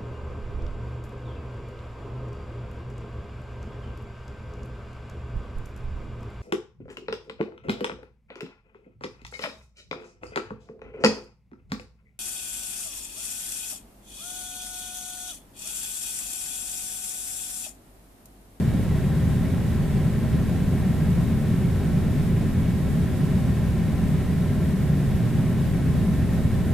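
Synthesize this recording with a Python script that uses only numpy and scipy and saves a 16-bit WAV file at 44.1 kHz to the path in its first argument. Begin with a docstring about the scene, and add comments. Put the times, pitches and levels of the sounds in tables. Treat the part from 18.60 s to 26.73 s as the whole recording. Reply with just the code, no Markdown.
"""Turbulent air from the blower of an air conditioner rumbles through duct and casing and rushes from the grille:
broadband noise, shaped by resonances and by the reflections of a small room, a few metres from a microphone.
Blower and compressor add harmonic hums, motor and panels faint steady tones, all slightly unsteady.
A thin, slightly flickering hiss lies over all, wide below 7 kHz and nearly mono above.
A steep low-pass filter closes the spectrum."""
import sys
import numpy as np
from scipy import signal
from scipy.fft import rfft, irfft
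from scipy.io import wavfile

SR = 44100
rng = np.random.default_rng(int(sys.argv[2]) if len(sys.argv) > 2 else 0)


def bounce(signal):
    """Save signal as a 16-bit WAV file at the path given by the first command-line argument."""
    frames = np.transpose(np.atleast_2d(signal))
    limited = np.clip(frames, -1, 1)
    pcm = np.round(limited * 32767).astype(np.int16)
    wavfile.write(sys.argv[1], SR, pcm)


N = 358533  # length in samples

# In all tables "common" is the part shared by both ears, "difference" the part of opposite sign.
# Turbulence of blower and grille, before duct and grille shape it: f/Hz, level/dB [per Hz]
AIR = [(5, -58), (14, -59), (26, -50.5), (45, -54.5), (75, -48.5), (110, -48), (175, -45), (240, -54),
       (325, -64.5), (455, -70), (560, -70.5), (700, -74.5), (900, -77), (1200, -82), (1900, -79.5),
       (3600, -88.5), (6000, -93.5)]
# Resonances (positive lift) and notches (negative) of duct and casing: f/Hz, width/Hz, lift/dB
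DUCT = [(82.7, 4.8, 5), (90.9, 4.3, 7.5), (128, 9, -1), (139.3, 19, 3), (176.4, 26.5, 3.5), (233, 12, -3),
        (252, 18, 2.5), (287, 51, 2), (336, 13, -2.5), (371.7, 63, 8), (411.3, 30.5, 5.5), (449, 25, -2),
        (512, 23, 2.5), (572, 14, 3), (584, 8, -3.5), (604, 14, 3.5), (623.6, 18, 7.5), (645.4, 13, 6.5),
        (730, 30, 3), (769, 30, 6), (824, 14, 3.5), (1042, 80, 5), (1112, 40, 4.5), (1250, 27, 3),
        (1347, 54, 7), (1500, 40, 4.5), (1580, 60, 1.5), (1639, 39, 6), (1810, 71, 4.5), (2220, 70, 4),
        (2380, 50, -1), (2450, 70, 2), (2900, 150, 1.5), (3150, 44, 2), (3360, 130, 3.5), (3750, 190, 5)]
# Stereo width of the air sound: f/Hz, level/dB [difference relative to common]
WIDTH = [(25, -7), (45, -4), (60, -13), (90, -14.5), (135, -9.5), (205, -18.5), (300, -11), (700, -8),
         (810, -10), (862, -3), (920, -13), (1100, -17), (2200, -15), (4000, -23)]
# Harmonics of blade passing: multiple [1], common level/dB, difference level/dB
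BLOWER = [(1, -34, -42), (2, -34.5, -49.5), (3, -36.5, -60)]
# Harmonics of the compressor shaft: multiple [1], common level/dB, difference level/dB
COMPRESSOR = [(1, -43, -50), (2, -33.5, -47), (4, -75, -45)]
# Faint tones of motor and panels: f/Hz, common level/dB, difference level/dB
WHINES = [(164.5, -41, -51), (258, -42, -55), (360.8, -54, -62), (417, -55, -67), (428, -56.5, -69),
          (462, -54.5, -78), (530, -52.5, -71), (999, -64, -77)]
# Thin hiss, wide below 7 kHz and nearly mono above:
# f/Hz, common level/dB [per Hz], difference level/dB [per Hz]
HISS = [(1000, -91.5, -88), (4480, -97.5, -92.5), (6750, -95, -95.5), (7050, -93, -102), (9100, -92, -103),
        (11200, -93, -105), (15000, -96.5, -109)]

BLOWER_HZ, COMPRESSOR_HZ = 73.19, 58.77  # mean fundamentals
FLICKER_DB, FLICKER_HZ = 0.54, 11  # spread and pace of the slight flicker of the hiss
TOP_HZ = 15430  # upper edge of the passband


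def airflow(flutter_db=0.44, flutter_hz=13.0, grille_hz=6500):
    """Resonance: broadband turbulence excites duct and casing, which lift it near their own frequencies."""
    f = bins()
    lift_db = sum(db / (1 + (2 * (f - hz) / width) ** 2) for hz, width, db in DUCT)
    # the smallest eddies at the grille set where the rush dies away
    grille = 1 / np.hypot(1, (f / grille_hz) ** 2)
    gain = undb(curve(AIR) + lift_db) * grille

    def through_room(share):
        return noise(gain * share * room(t60=0.33, wet_db=-11.5, above_hz=850))

    mid = through_room(1)
    side = through_room(undb(curve(WIDTH)))
    return stereo(mid, side) * undb(flutter_db * walk(flutter_hz))


def room(t60, wet_db, above_hz):
    """Multipath interference: dense wall reflections ripple the spectrum above the lowest room modes."""
    t = np.arange(N) / SR
    # decays by 60 dB in t60 seconds
    tail = rng.standard_normal(N) * np.exp(-np.log(1000) * t / t60)
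    reflections = rfft(tail / np.linalg.norm(tail))
    share = undb(wet_db) * bins() ** 2 / (bins() ** 2 + above_hz ** 2)
    return (1 + share * reflections) / np.sqrt(1 + share ** 2)  # mean power is kept


def machine(hz, harmonics, drift):
    """Fourier series: a periodic rotation radiates whole multiples of its rate."""
    phase = rotation(hz, drift)
    return sum(tone(multiple * phase, mid_db, side_db) for multiple, mid_db, side_db in harmonics)


def whines(drift=0.0008):
    """Free-running oscillation: motor and panels sing faintly at unsteady pitches of their own."""
    return sum(tone(rotation(hz, drift), mid_db, side_db, waver_db=1.45)
               for hz, mid_db, side_db in WHINES)


def rotation(hz, drift):
    """Phase is the time integral of frequency, here with a relative spread of drift."""
    speed_hz = hz * (1 + drift * walk(0.85))
    return 2 * np.pi * np.cumsum(speed_hz) / SR


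def tone(phase, mid_db, side_db, waver_db=2.5):
    """Standing waves: a wavering hum reaches left and right out of step."""
    phase = phase + rng.uniform(0, 2 * np.pi)
    mid = undb(mid_db) * np.sin(phase)
    side = undb(side_db) * np.cos(phase)
    waver = undb(waver_db * walk(2.44))
    return np.sqrt(2) * waver * stereo(mid, side)  # root 2 turns RMS into peak


def thin_hiss():
    """Amplitude modulation: independent common and difference noises flicker together slightly in level."""
    mid = noise(undb(curve(HISS, column=1)))
    side = noise(undb(curve(HISS, column=2)))
    return stereo(mid, side) * undb(FLICKER_DB * walk(FLICKER_HZ))


def undb(db):
    """Logarithmic level: 20 dB are a factor of ten in amplitude."""
    return 10 ** (np.asarray(db) / 20)


def bins():
    """Discrete spectrum: bin frequencies in Hz of the whole signal, held at 1 Hz or above."""
    return np.maximum(np.arange(N // 2 + 1) * SR / N, 1)


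def curve(table, column=1):
    """Spectral envelope: one table column interpolated along log frequency."""
    rows = np.array(table, float)
    return np.interp(np.log(bins()), np.log(rows[:, 0]), rows[:, column])


def noise(gain):
    """Linear filtering: white noise shaped to the given amplitude per root Hz."""
    return irfft(rfft(rng.standard_normal(N)) * gain, N) * np.sqrt(SR / 2)


def walk(rate):
    """Band-limited chance: smooth noise of mean 0 and spread 1, changing about rate times a second."""
    f = np.arange(N // 2 + 1) * SR / N
    x = noise(np.exp(-.5 * (f / rate) ** 2))
    return (x - x.mean()) / x.std()


def stereo(mid, side):
    """Superposition: left is common plus difference, right is common minus difference."""
    return np.array([mid + side, mid - side])


def scene():
    """Superposition of the moving air and the hum of the machinery."""
    air = airflow()
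    blower = machine(BLOWER_HZ, BLOWER, drift=0.002)
    compressor = machine(COMPRESSOR_HZ, COMPRESSOR, drift=0.00098)
    return air + blower + compressor + whines()


def record(dry):
    """Band limitation: the thin hiss joins the scene, and an elliptic filter cuts the top steeply."""
    low_pass = signal.ellip(12, .1, 90, TOP_HZ, fs=SR, output="sos")  # 0.1 dB ripple, 90 dB stopband
    return signal.sosfilt(low_pass, dry + thin_hiss())


dry = scene()
out = record(dry)
bounce(out)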